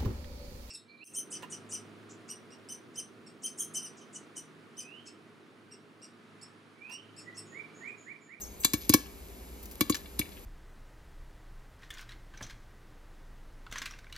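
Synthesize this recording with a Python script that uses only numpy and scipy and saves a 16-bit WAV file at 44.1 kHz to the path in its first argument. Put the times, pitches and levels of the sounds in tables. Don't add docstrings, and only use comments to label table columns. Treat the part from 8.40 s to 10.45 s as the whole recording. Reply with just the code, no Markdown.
import sys
import numpy as np
from scipy import signal
from scipy.fft import rfft, irfft
from scipy.io import wavfile

SR = 44100
rng = np.random.default_rng(int(sys.argv[2]) if len(sys.argv) > 2 else 0)


def transcribe(u):
    v = np.clip(np.atleast_2d(u).T, -1, 1)
    q = np.round(v * 32767).astype(np.int16)
    wavfile.write(sys.argv[1], SR, q)


N = 90404

# frequency in Hz, level in dB, t60 in seconds before the length factor.
PAN_MODES = [(1106, -2, .07), (1703, -4.5, .085), (2273, -2.5, .125), (2800, -8, .07), (3230, -11, .06),
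             (3410, -9, .09), (3527, -7, .14), (3966, -9, .13), (4061, -4, .08), (4400, -11, .1),
             (4674, -7, .08), (4930, -10, .08), (5260, -9, .08), (5860, -13, .08), (6547, -8, .1),
             (7150, -11, .08)]
# frequency in Hz, level in dB.
CRACK_COLOUR = [(200, -4), (500, -8.5), (780, -10.5), (1100, -1), (1400, -11), (2500, -5.5), (4500, -4.5),
                (5800, -3), (7600, -1.5), (10000, -0.5), (12500, 1), (14500, -5), (16500, -20)]


def amp(db):
    return 10 ** (np.asarray(db) / 20)


def evened(x):
    return x / np.sqrt(np.mean(x ** 2) + 1e-20)


def read(points, hz, axis=1):
    table = np.transpose(points)
    return np.interp(np.log(hz + 1), np.log(table[0] + 1), table[axis])


def add(mix, s, sound):
    part = mix[:, max(round(s * SR), 0):][:, :sound.shape[-1]]
    part += sound[..., :part.shape[-1]]


def colour(x, db_of):
    size = x.shape[-1]
    return irfft(rfft(x) * amp(db_of(np.fft.rfftfreq(size, 1 / SR))), size)


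def times(size=8192):
    return np.arange(size) / SR


def burst(t, rise_s, fade_s):
    rise = np.minimum(t / max(rise_s, 1e-5), 1)
    return rise * np.exp(-np.maximum(t - rise_s, 0) / fade_s)


def ripple(size=8192):
    ripple_db, spacing_hz = 0.5, 170.4
    hz = np.fft.rfftfreq(size, 1 / SR)
    knots = rng.standard_normal(1024)
    return ripple_db * np.interp(hz / spacing_hz, np.arange(len(knots)), knots)


def kitchen(x):
    # frequency in Hz, t60 in seconds.
    room_t60 = [(100, 0.17), (400, 0.22), (2300, 0.45), (5000, 0.33), (15000, .2)]
    tail_db, rise_s = -18, 0.013
    hz, t, z = signal.stft(rng.standard_normal((2, SR // 2)), SR, nperseg=256)
    decay = np.exp(-np.log(1000) * t / read(room_t60, hz)[:, None])
    tail = signal.istft(z * decay * np.minimum(t / rise_s, 1), SR)[1]
    tail = tail / np.linalg.norm(tail[0])
    return amp(tail_db) * signal.fftconvolve(x[:1], tail, axes=1)[:, :N]


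def sizzle():
    # frequency in Hz, density in dB per Hz.
    hiss_density = [(15, -112), (26, -71), (38, -72.5), (60, -65), (120, -85), (200, -77.5), (300, -79.5),
                    (420, -80.5), (620, -86), (900, -88.5), (1400, -93.5), (2000, -94), (2260, -91),
                    (2550, -95.5), (4000, -97), (6000, -98.5), (8200, -95.5), (10000, -96), (12800, -94),
                    (14000, -101.5), (15700, -101), (16100, -125)]
    # frequency in Hz, rms level in dB.
    hum_tones = [(59.6, -56), (199, -73), (398.4, -62)]
    grains_per_s, grains_db, scatter_db = 170, -69, 9.5
    hiss = np.sqrt(SR / 2) * colour(rng.standard_normal((2, N)), lambda hz: read(hiss_density, hz))
    strength = amp(scatter_db * np.minimum(rng.exponential(1, N), 4))
    grains = rng.standard_normal((2, N)) * strength * (rng.random(N) < grains_per_s / SR)
    fizz = amp(grains_db) * evened(colour(grains, lambda hz: read(CRACK_COLOUR, hz)))
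    t, hum = times(N), 0
    for hz, db in hum_tones:
        hum = hum + np.sqrt(2) * amp(db) * np.sin(2 * np.pi * (hz * t + rng.random()))
    return hiss + fizz + hum * np.array([[1], [0]])


def squeals():
    # start in seconds, length in seconds, pitch in Hz, width at -6 dB in Hz, starting level in dB.
    whistles = [(0.013, .03, 6440, 150, -36.5), (0.032, 0.13, 6460, 120, -53),
                (0.008, 0.069, 5590, 200, -49.5), (.003, 0.069, 11950, 700, -48),
                (.003, .04, 14300, 900, -49), (.003, 0.071, 7870, 700, -49), (.2, 0.041, 14100, 700, -48),
                (.2, 0.028, 15400, 400, -45), (0.195, 0.063, 11800, 600, -47.5),
                (0.199, 0.088, 7900, 300, -43.5), (0.203, 0.081, 6350, 200, -50.5),
                (0.37, 0.14, 11750, 300, -47.5), (0.372, .11, 13600, 200, -57),
                (1.562, 0.05, 11750, 300, -50.5)]
    ramp_s, sag_db = 0.0033, -8
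    out, t = np.zeros((2, N)), times()
    for s, length_s, pitch_hz, width_hz, db in whistles:
        def band(hz):
            return -20 * np.log10(1 + (2 * (hz - pitch_hz) / width_hz) ** 2)

        whistle = evened(colour(rng.standard_normal((2, len(t))), band))
        gate = np.clip(np.minimum(t, length_s - t) / ramp_s, 0, 1)
        add(out, s, whistle * gate * amp(db + sag_db * np.minimum(t / length_s, 1)))
    return out


def spits():
    # start in seconds, snap level in dB, fizz level in dB, fizz fade in seconds.
    bubbles = [(1.228, -47, -43, .012), (1.2561, -29.5, -40, 0.0046), (1.313, -31, -43.5, 0.013)]
    snap_s, fizz_rise_s, centre_hz, slope_db_per_octave = 0.00018, 0.002, 13000, 4
    out, t = np.zeros((2, N)), times()

    def bright(hz):
        return -slope_db_per_octave * abs(np.log2((hz + 1) / centre_hz))

    for s, snap_db, fizz_db, fade_s in bubbles:
        noise = evened(colour(rng.standard_normal((2, len(t))), bright))
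        snap = amp(snap_db) * np.exp(-t / snap_s)
        fizz = amp(fizz_db) * burst(t, fizz_rise_s, fade_s)
        add(out, s, noise * (snap + fizz))
    return out


def pan_lift_db(hz, width_hz=60, lift_db=6):
    return lift_db * np.max([1 / (1 + ((hz - mode[0]) / width_hz) ** 2) for mode in PAN_MODES], 0)


def ring(db_of, length=1):
    rise_s, scatter_db, detune_ratio = 0.0042, 1.2, 0.001
    early_s, late_db = 0.0078, -5
    t, out = times(), 0
    for hz, mode_db, t60_s in PAN_MODES:
        level, detune = rng.standard_normal(2)
        mode_hz = hz * (1 + detune_ratio * detune)
        wave = np.sin(2 * np.pi * (mode_hz * t + rng.random((2, 1))))
        gain = amp(mode_db + scatter_db * level + db_of(hz))
        out = out + wave * gain * np.exp(-np.log(1000) * t / (t60_s * length))
    return out * (burst(t, rise_s, early_s) + amp(late_db) * np.minimum(t / rise_s, 1))


def knocks():
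    # start in seconds, clatter level in dB, ring level in dB, centre in Hz,
    # half-width in octaves, rise in seconds, fade in seconds.
    hits = [(0.2346, -33.5, -50, 3700, 1.05, 0.002, 0.011), (.408, -46.5, -58, 4200, 0.88, 0.0026, 0.06),
            (0.5245, -40, -33.5, 3630, 0.88, .0005, .01), (.655, -48, -61, 2150, 0.64, 0.0034, 0.01),
            (1.5215, -41, -29.5, 3660, 0.48, 0.00076, 0.0053),
            (1.5440, -26, -36.5, 3130, 1.55, 0.0025, 0.011), (1.656, -61, -46.5, 2400, .7, 0.0018, .014),
            (1.7886, -42, -36, 5800, 1.2, 0.00034, 0.0042), (1.8140, -31, -33.5, 2430, 0.28, .0015, 0.0048),
            (1.854, -49, -52, 2280, 0.32, 0.0013, .01), (1.918, -51, -58, 2480, 1, .002, 0.013),
            (1.968, -49.5, -52, 2530, 0.54, .002, 0.014)]
    ticks_per_s, rub_db = 700, -24
    out, t = np.zeros((2, N)), times()
    for s, db, ring_db, centre_hz, half_octaves, rise_s, fade_s in hits:
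        comb_db = ripple()

        def band(hz):
            return -10 * np.log10(1 + (np.log2((hz + 1) / centre_hz) / half_octaves) ** 6)

        strength = (rng.random(len(t)) < ticks_per_s / SR) + amp(rub_db)
        ticks = np.sign(rng.standard_normal((2, len(t)))) * strength
        clatter = evened(colour(ticks, lambda hz: band(hz) + pan_lift_db(hz) + comb_db))
        clatter = clatter * burst(t, rise_s, fade_s)
        add(out, s, amp(db) * clatter + amp(ring_db) * ring(band))
    return out


def crack(snap_db, db, swell_s, fade_s, treble_db, hull_hz, hull_db):
    clicks_per_s, click_share = 1700, 0.74
    snap_s, hull_octaves = 0.00048, 0.18
    rattle_db, rattle_fade_s = -6, 0.0063
    t, comb_db = times(), ripple()
    jet, grain, scatter = rng.standard_normal((3, 2, len(t)))
    clicks = evened(np.sign(grain) * (rng.random(len(t)) < clicks_per_s / SR))

    def tone(hz):
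        tilt = treble_db * np.log2(np.maximum(hz, 1000) / 6000)
        hull = hull_db / (1 + (np.log2((hz + 1) / hull_hz) / hull_octaves) ** 2)
        return read(CRACK_COLOUR, hz) + comb_db + tilt + hull

    snap = evened(colour(jet[:, ::-1], tone)) * burst(t, snap_s, snap_s)
    tear = evened(colour(np.sqrt(click_share) * clicks + np.sqrt(1 - click_share) * jet, tone))
    tear = tear * burst(t, swell_s, fade_s)
    rattle = evened(colour(scatter, tone)) * burst(t, swell_s + fade_s, rattle_fade_s)
    return amp(snap_db) * snap + amp(db) * (tear + amp(rattle_db) * rattle)


def thump(treble_db, size=8192):
    # frequency in Hz, level in dB.
    boom_colour = [(30, -51), (60, -18.5), (85, -8.5), (125, -7.5), (155, -12), (200, -6.5), (255, -4.5),
                   (304, 2.5), (348, -8.5), (420, -17.5), (530, -19.5), (620, -58), (1500, -67)]
    lag_s, pivot_hz = 0.00458, 298
    hz = abs(np.fft.fftfreq(size, 1 / SR))
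    shape_db = read(boom_colour, hz) + treble_db * np.log2(np.clip(hz, 30, 1000) / pivot_hz)
    causal = np.exp(signal.hilbert(shape_db * np.log(10) / 20).conj())
    lag = np.exp(-4j * np.pi * lag_s * np.sqrt(pivot_hz * hz))
    wave = irfft((causal * lag)[:size // 2 + 1])
    return wave / abs(wave).max()


def pops():
    # start in seconds, first snap level in dB, crack level in dB, swell in seconds, jet fade in
    # seconds, crack treble in dB per octave, hull resonance in Hz, hull lift in dB, ring level in dB,
    # ring treble in dB per octave, ring length factor, favoured ring in Hz, its lift in dB,
    # thump delay in seconds, thump level in dB, thump treble in dB per octave, thump length in seconds.
    kernels = [(0.245, -32, -13, 0.0041, .0024, -0.5, 7300, 11.5, -27, 0.5, 0.93, 3920, 9.5, .0005, -20.5, 0, 0.011),
               (0.3345, -22, -22.5, 0.00047, 0.0073, 0, 6400, 2, -32, 0.5, 1.3, 1900, 4.5, -.0007, -17, -1.5, 0.031),
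               (0.494, -13, -17.5, 0.0014, 0.0041, 1.5, 4600, 4.5, -33, 5, 1.2, 1050, 13.5, -0.0016, -10.5, 0, 0.031),
               (0.5378, -6, -11, 0.0013, 0.0042, -0.5, 5600, 6.5, -23, -4, 1.1, 2260, 2, 0.0022, -9.5, 3.5, 0.025),
               (1.4086, -11, -20.5, 0.0015, 0.0033, 0, 870, 9.5, -23, -0.5, 0.76, 2760, 1, -0.00074, -15.5, 1.5, 0.041),
               (1.4971, -16, -24, 0.00054, 0.0082, -0.5, 7050, 11, -34.5, 1.5, 0.72, 1100, 13.5, -.0014, -14, 2.5, 0.07),
               (1.792, -20, -20, 0.0018, 0.0023, 0, 9500, 5, -40.5, 4.5, 1.8, 4340, 3, -0.0002, -22, -2.5, 0.033)]
    favoured_octaves = 0.38
    out = np.zeros((2, N))
    for (s, *hull, ring_db, ring_treble_db, ring_length, favoured_hz, lift_db,
         delay_s, thump_db, thump_treble_db, thump_s) in kernels:
        def place(hz):
            favoured = np.exp(-(np.log2(hz / favoured_hz) / favoured_octaves) ** 2)
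            return ring_db + ring_treble_db * np.log2(hz / 3000) + lift_db * favoured

        add(out, s, crack(*hull) + ring(place, ring_length))
        boom = thump(thump_treble_db) / (1 + (times() / thump_s) ** 4)
        add(out, s + delay_s, amp(thump_db) * boom * np.array([[1], [0]]))
    return out


def ports(x, bias=1, power=1):
    # frequency in Hz, left lead in radians, likeness (0 to 1) before the power,
    # left minus right in dB before the bias.
    port_points = [(100, 0, 0.96, 3.5), (357, 0.45, 0.94, 1.5), (650, .5, 0.69, 4), (1020, 1.07, 0.82, 7),
                   (1760, -1.27, 0.57, 6.5), (2346, 0.42, 0.85, 6.5), (3300, 1.83, 1, 6),
                   (5100, 0.64, 0.93, 2), (5280, -1.1, 1, 6), (6720, -1.5, 0.75, 0.5), (7480, -2, 0.85, 4),
                   (8520, -3.5, 1, -1), (10850, -4.5, 1, 2.5), (13840, -6, 1, -1.5), (17300, -1.5, .99, 23)]
    hz = np.fft.rfftfreq(N, 1 / SR)
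    shared, other = rfft(x)
    lead = read(port_points, hz, axis=1)
    like = np.clip(read(port_points, hz, axis=2), 0, 1) ** power
    left_db = read(port_points, hz, axis=3)
    right = like * shared + np.sqrt(1 - like ** 2) * other
    right = right * np.exp(-1j * lead) * amp(-bias * left_db)
    return irfft(np.array([shared, right]), N)


def scene():
    pan = pops() + knocks() + spits() + squeals()
    return ports(pan + kitchen(pan)) + ports(sizzle(), bias=0.2, power=3.7)


def record(dry):
    low_cut_hz, edge_hz = 33, 16700
    dry = colour(dry, lambda hz: -10 * np.log10(1 + (low_cut_hz / (hz + 1)) ** 16))
    low_pass = signal.firwin(255, edge_hz, window=("kaiser", 9), fs=SR)
    return signal.oaconvolve(dry, low_pass[None], "same")


dry = scene()
out = record(dry)
transcribe(out)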